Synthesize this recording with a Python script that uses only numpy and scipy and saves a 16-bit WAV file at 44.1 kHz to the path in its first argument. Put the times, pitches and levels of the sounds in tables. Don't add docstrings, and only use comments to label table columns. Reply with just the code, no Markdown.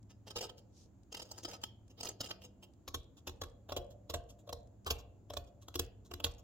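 import sys
import numpy as np
from scipy import signal
from scipy.fft import rfft, irfft, next_fast_len
from scipy.io import wavfile
from scipy.ndimage import map_coordinates

SR = 44100
rng = np.random.default_rng(int(sys.argv[2]) if len(sys.argv) > 2 else 0)


def wav_out(sig):
    wavfile.write(sys.argv[1], SR, np.round(np.clip(np.atleast_2d(sig).T, -1, 1) * 32767).astype(np.int16))


N = 283563

# t/s, length/s, grit/dB, grit slope/(dB/octave)
TIP_SNAGS = [(0.269, 0.022, -56.5, 4), (0.305, 0.01, -49, 1.5), (0.359, 0.016, -40.5, -2.5),
             (0.383, 0.01, -44.5, 0.5), (0.409, 0.014, -43, -3.5), (0.425, 0.027, -47, 4),
             (0.492, 0.011, -51.5, -8), (1.124, 0.0066, -46, 5.5), (1.146, 0.0062, -41, -5),
             (1.313, 0.0089, -45.5, 13), (1.379, 0.01, -49.5, 16), (1.434, 0.0061, -48, 10),
             (1.449, 0.0081, -39.5, -1.5), (1.481, 0.024, -52, 9), (1.51, 0.014, -53, 1),
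             (1.531, 0.024, -52, -1), (1.637, 0.005, -35, -5), (2.007, 0.0054, -41, -2),
             (2.031, .007, -40.5, 8), (2.049, 0.012, -44, 12), (2.069, 0.0067, -43.5, -13),
             (2.088, 0.0051, -38, 18), (2.207, 0.0084, -36.5, -1), (2.233, 0.014, -51, -7),
             (2.289, 0.017, -53, 6), (2.308, 0.0076, -39.5, -10.5)]
# start/s, end/s, grit/dB
TIP_DRAGS = [(0.44, .475, -57), (1.157, 1.235, -50.5), (1.251, 1.43, -65.5), (1.465, 1.557, -66.5),
             (1.96, 2.139, -61.5), (2.236, 2.284, -50.5)]
# t/s, length/s, grit/dB, knock/dB re grit
BLADE_SLIPS = [(2.879, 0.0071, -44.5, -2.5), (2.944, 0.0083, -37, -4), (3.271, 0.012, -44, -2.5),
               (3.295, 0.003, -48.5, 3), (3.416, 0.0051, -39.5, 0.5), (3.436, 0.0043, -47, 1),
               (3.69, 0.018, -54.5, 6), (3.721, 0.0061, -43, 7.5), (3.765, .011, -40.5, 4),
               (4.098, 0.009, -44, 1), (4.138, 0.012, -40.5, 4), (4.473, 0.0074, -64, 13),
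               (4.492, 0.0063, -50, 6.5), (4.528, 0.0039, -41, 3), (4.864, 0.014, -42.5, 3),
               (4.904, 0.011, -32, -6.5), (5.302, 0.0051, -47.5, 6), (5.337, 0.0031, -47, 5.5),
               (5.369, 0.0059, -39, 0.5), (5.684, 0.0033, -48, -0.5), (5.742, 0.01, -51, -6),
               (5.755, 0.005, -36.5, -2.5), (5.794, 0.0043, -30, -6), (6.113, .0055, -51, 5.5),
               (6.138, 0.0032, -41.5, -2.5), (6.201, 0.0047, -47, 1), (6.242, 0.0072, -29, -10),
               (6.264, 0.0074, -48.5, 5)]
# t/s, grit/dB
TOOL_GRAZES = [(0.1, -64.5), (0.577, -63), (1.615, -63), (1.901, -67.5), (2.416, -61.5), (2.439, -56),
               (2.627, -58.5), (3.17, -65), (3.904, -66.5), (4.292, -61.5), (4.388, -72.5), (4.984, -59),
               (5.471, -72.5), (5.617, -66), (6.05, -67.5), (6.382, -66)]
# f/Hz, density/dB
TIP_SPECTRUM = [(140, -6), (260, -3), (520, 1), (900, -2), (1110, -10.5), (1320, -13), (1700, -13),
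                (2250, -18), (3050, -9.5), (3700, -16), (4900, -11.5), (7000, -16.5), (9200, -26),
                (15000, -21.5)]
BLADE_SPECTRUM = [(150, -23), (270, -0.5), (550, -2), (830, -3), (1100, -1.5), (1550, -9), (2200, -24),
                  (2750, -17.5), (3400, -15), (4400, -17.5), (7200, -15.5), (9400, -29.5), (12000, -16.5),
                  (15500, -20.5)]
# f/Hz, width/Hz, gain/dB
TIP_GRIP_MODES = [(491, 44, -1.5), (1287, 25, 11.5), (2820, 23, 7), (3140, 53, 4), (3750, 23, 8),
                  (5030, 100, 6), (5350, 90, -9), (6500, 120, 0.5), (7170, 70, 4.5)]
BLADE_GRIP_MODES = [(282, 14, 6), (357, 12, 1), (468, 16, 2), (583, 12, 1), (695, 14, 4), (1096, 45, 2),
                    (2713, 70, -1), (3350, 90, 3), (3724, 60, -2), (3968, 24, 2), (5575, 90, -1),
                    (6570, 90, -2), (7050, 90, -2)]
# start/s, end/s, gain/dB
PRESSES = [(3.65, 4.22, 4), (4.44, 4.6, 21.5), (5.25, 5.42, 12)]
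# f/Hz, left/dB re right
PLATE_PAN = [(300, 1.5), (700, 1.5), (1300, -3), (2400, -4), (4500, -4), (8000, 5.5), (15000, -0.5)]
# f/Hz, level/dB, t60/s
TABLE_MODES = [(41.4, -1, 0.32), (60.3, -9, 0.81), (77.4, 10, 0.16), (124, -10.5, 0.45),
               (268, -11.5, 0.048)]
# t/s, peak/dB
STRAY_CRUMBS = [(0.029, -62), (1.033, -61), (1.566, -53), (1.88, -60.5), (2.736, -60.5), (4.673, -64),
                (4.847, -51)]
# f/Hz, density/dB
CRUMB_SPECTRUM = [(1200, -4), (3500, 7), (7000, 11), (9500, 0), (15000, -18)]
GLOVE_SPECTRUM = [(1500, -26), (3500, -6.5), (6200, 1), (9000, -14), (16000, -28)]
AIR_SPECTRUM = [(20, -41), (45, -7.5), (100, -1), (160, -14), (300, -12), (450, -25.5), (700, -24.5),
                (1000, -33), (2000, -46), (5700, -50), (6600, -41.5), (7200, -36.5), (8200, -57.5),
                (16000, -53)]
# f/Hz, t60/s (negative: grows)
TAIL_T60 = [(100, -3), (350, 0.2), (620, 1), (1100, 0.32), (3000, 0.38), (7000, 0.1158), (13000, 0.17)]
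# f/Hz, level/dB
TAIL_SEND = [(100, -18), (350, 0), (600, -5.5), (1100, -12.5), (3200, -14.5), (7000, -11.5), (14000, -15.5)]
# f/Hz, left-right correlation
COHERENCE = [(100, 0.89), (400, 0.77), (800, 0.21), (1500, 0.48), (4000, 0.058)]
# t/s, level/dB
HUM_SWELL = [(0, -61), (.9, -71), (1.2, -64.5), (2.4, -63.5), (3.0, -75.5), (3.45, -67.5), (6.43, -65.5)]

TURN_S, TYPICAL_SLIP_S = 2.8, 0.008
KNOCK_BELOW_HZ, FIZZ_ABOVE_HZ = 2200, 9500


def tip(knock_db=-6, knock_db_per_doubling=3.5, fizz_db=-10.5):
    rows = []
    for s, length_s, grit_db, slope_db in TIP_SNAGS + chatter():
        shake_db = knock_db + knock_db_per_doubling * np.log2(length_s / TYPICAL_SLIP_S)
        rows.append((s, length_s, grit_db + shake_db, grit_db, grit_db + fizz_db, slope_db))
    rows += [row for row in grazes() if row[0] < TURN_S]
    return slips(rows, TIP_SPECTRUM, TIP_GRIP_MODES, attack_s=0.0028, brake=0.53, grain_db=4)


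def blade(firm_db=-42, firm_fizz_db=-48.5, fizz_growth=1.19):
    rows = []
    for s, length_s, grit_db, knock_db in BLADE_SLIPS:
        fizz_db = firm_fizz_db + fizz_growth * (grit_db - firm_db)
        slope_db = -4.94 - 1.1 * rng.standard_normal()
        rows.append((s, length_s, grit_db + knock_db, grit_db, fizz_db, slope_db))
    rows += [row for row in grazes() if row[0] > TURN_S]
    return slips(rows, BLADE_SPECTRUM, BLADE_GRIP_MODES, attack_s=0.0018, brake=0.87, grain_db=4.5)


def chatter(count=5, slip_share=0.79, spread_db=2):
    rows = []
    for start, end, grit_db in TIP_DRAGS:
        step_s = (end - start) / (count + 1)
        times = start + step_s * (np.arange(count) + rng.random(count))
        rows += [(s, slip_share * step_s, rng.normal(grit_db, spread_db), 0) for s in times]
    return rows


def grazes(length_s=0.018, knock_db=-4.5, fizz_db=-8):
    return [(s, length_s, db + knock_db, db, db + fizz_db, 0) for s, db in TOOL_GRAZES]


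def slips(rows, spectrum, modes, attack_s, brake, grain_db, size=10240, lead_s=0.02):
    out = np.zeros((2, N))
    t, hz = np.arange(size) / SR - lead_s, np.fft.rfftfreq(size, 1 / SR)
    ring = 1 + sum(amp(db) * resonance(hz, centre, width) for centre, width, db in modes)
    low = 1 / (1 + (hz / KNOCK_BELOW_HZ) ** 8)
    high = 1 - 1 / (1 + (hz / FIZZ_ABOVE_HZ) ** 10)
    knock, grit, fizz = np.array([low, 1 - low - high, high]) * amp(along(spectrum, hz)) * ring
    octaves = np.log2(np.clip(hz, 2800, 6500) / 2800)
    for s, length_s, knock_db, grit_db, fizz_db, slope_db in rows:
        length_s = max(length_s, 0.003)
        rise_s = attack_s * amp(-0.2 * (grit_db + 45))
        speed = (1 + t / np.hypot(t, rise_s)) * (1 + np.tanh((1 - t / length_s) / brake))
        coarse_db = grain_db + np.log2(length_s / TYPICAL_SLIP_S)
        flakes = rng.standard_normal(size) * amp(coarse_db * np.repeat(rng.standard_normal(size // 8), 8))
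        at_mics = rfft(speed * flakes) * mic_paths(hz)
        pressed = sum(amp(db) for start, end, db in PRESSES if start < s < end)
        hollow = 1 + pressed * resonance(hz, centre_hz=577, width_hz=130)
        bands = np.array([knock * hollow, grit * amp(slope_db * octaves), fizz])
        parts = irfft(at_mics * bands[:, None])
        energy = np.sum(parts ** 2, axis=2).mean(axis=1)
        gains = amp([knock_db, grit_db, fizz_db]) * np.sqrt(length_s * SR / energy)
        add(out, s, np.tensordot(gains, parts, 1))
    return np.roll(out, -round(lead_s * SR), axis=1)


def mic_paths(hz, max_lag_s=0.0002056, scatter_s=0.00069, shadow_hz=880):
    t = np.arange(2 * len(hz) - 2) / SR
    echoes = rng.standard_normal((2, len(t))) * np.exp(-t / scatter_s)
    scatter = rfft(echoes / np.linalg.norm(echoes, axis=1, keepdims=True))
    lag_s = rng.uniform(0, max_lag_s)
    direct = np.exp(-1j * np.pi * hz * lag_s * np.array([[1], [-1]]))
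    return direct + scatter * (1j * hz / (shadow_hz + 1j * hz)) ** 2


def table_thumps(thump_db=-42, firm_db=-40, growth=0.98, attack_s=0.0096, skew_rad=0.2):
    out, t = np.zeros((2, N)), np.arange(SR // 2) / SR
    phase = skew_rad * np.array([[1], [-1]])
    for s, length_s, grit_db, knock_db in BLADE_SLIPS:
        push_db = grit_db + knock_db / 2 + 10 * np.log10(length_s / TYPICAL_SLIP_S)
        swing = 0
        for hz, db, t60_s in TABLE_MODES:
            decay = amp(rng.normal(db, 0.37) - 60 * t / t60_s)
            swing += decay * np.sin(2 * np.pi * hz * rng.normal(1, 0.028) * t + phase)
        swing *= 1 - np.exp(-t / attack_s)
        add(out, s, amp(thump_db + growth * (push_db - firm_db)) * swing / np.abs(swing).max())
    return signal.sosfilt(signal.butter(3, 32, "highpass", fs=SR, output="sos"), out)


def crumbs(t60_s=0.02, fall_s=(0.0125, 0.1), loose_db=-23, spread_db=0.5, count=5):
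    out, t = np.zeros((2, N)), np.arange(SR // 20) / SR
    trickle = [(s + length_s + rng.uniform(*fall_s), rng.normal(grit_db + loose_db, spread_db))
               for s, length_s, grit_db, _ in BLADE_SLIPS for _ in range(count)]
    for s, peak_db in STRAY_CRUMBS + trickle:
        tick = diffuse(CRUMB_SPECTRUM, len(t)) * amp(-60 * t / t60_s)
        add(out, s, amp(peak_db) * tick / np.abs(tick).max())
    return out


def glove(at_s=0.799, width_s=0.04, level_db=-68):
    swell = np.exp(-((np.arange(N) / SR - at_s) / width_s) ** 2 / 2)
    return amp(level_db + 1.5 * wobble(180)) * swell * diffuse(GLOVE_SPECTRUM, N)


def room(source, block=13000, onset_s=0.0009):
    out = np.zeros((2, N))
    send = filtered(source[:1], lambda hz: amp(along(TAIL_SEND, hz)))
    for start in range(0, N, block):
        noise = diffuse([(20, 0.02), (20000, 0.071)], SR // 2)
        hz, t, frames = signal.stft(noise, SR, nperseg=256)
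        fade = amp(-60 * t / along(TAIL_T60, hz)[:, None]) * (1 - np.exp(-t / onset_s))
        fade /= np.sqrt(np.mean(fade ** 2, axis=1, keepdims=True) * SR / 2)
        tail = signal.istft(frames * fade, SR, nperseg=256)[1]
        add(out, start / SR, signal.fftconvolve(send[:, start:start + block], tail, axes=1))
    return out


def hum_and_rumble(hum_hz=106.5, waver_db=2, upper_hz=194, upper_db=-76, air_db=-62):
    t = np.arange(N) / SR
    phase = 2 * np.pi * np.cumsum(hum_hz + 1.672 * wobble(5.2)) / SR
    hum_db = np.interp(t, *np.transpose(HUM_SWELL)) + waver_db * wobble(7.4)
    hum = amp(hum_db) * unit_rms(np.sin(phase))
    upper_gain = amp(upper_db + 3 * wobble(3.9))
    upper = upper_gain * unit_rms(np.sin(2 * np.pi * upper_hz * t + 0.89 * wobble(9.9)))
    return hum + upper + amp(air_db) * diffuse(AIR_SPECTRUM, N)


def diffuse(spectrum, size):
    def mid_side_gains(hz):
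        angle = np.arccos(np.clip(along(COHERENCE, hz), -1, 1)) / 2
        return amp(along(spectrum, hz)) * np.array([np.cos(angle), np.sin(angle)])
    mid, side = filtered(rng.standard_normal((2, size)), mid_side_gains)
    return unit_rms(np.array([mid + side, mid - side]))


def resonance(hz, centre_hz, width_hz):
    return 1j * hz * width_hz / (centre_hz ** 2 - hz ** 2 + 1j * hz * width_hz)


def amp(db):
    return 10 ** (np.asarray(db) / 20)


def unit_rms(x):
    return x / np.sqrt(np.mean(x ** 2) + 1e-20)


def along(points, hz):
    f, values = np.transpose(points)
    return np.interp(np.log(hz + 1), np.log(f), values)


def wobble(rate_hz):
    knots = rng.standard_normal(int(N * rate_hz / SR) + 4)
    return map_coordinates(knots, [np.arange(N) * rate_hz / SR])


def filtered(x, response):
    n = x.shape[-1]
    padded = next_fast_len(n + SR // 4)
    return irfft(rfft(x, padded) * response(np.fft.rfftfreq(padded, 1 / SR)), padded)[..., :n]


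def add(track, at_s, sound):
    start = max(round(at_s * SR), 0)
    part = track[..., start:start + sound.shape[-1]]
    part += sound[..., :part.shape[-1]]


def scene():
    plate = tip() + blade()
    scraping = filtered(plate, lambda hz: amp(along(PLATE_PAN, hz) * np.array([[0.5], [-0.5]])))
    return scraping + room(plate) + crumbs() + table_thumps() + glove() + hum_and_rumble()


def record(dry, top_hz=16250, edge_hz=400):
    return filtered(dry, lambda hz: np.clip((top_hz - hz) / edge_hz + 0.5, 0, 1) ** 2)


dry = scene()
out = record(dry)
wav_out(out)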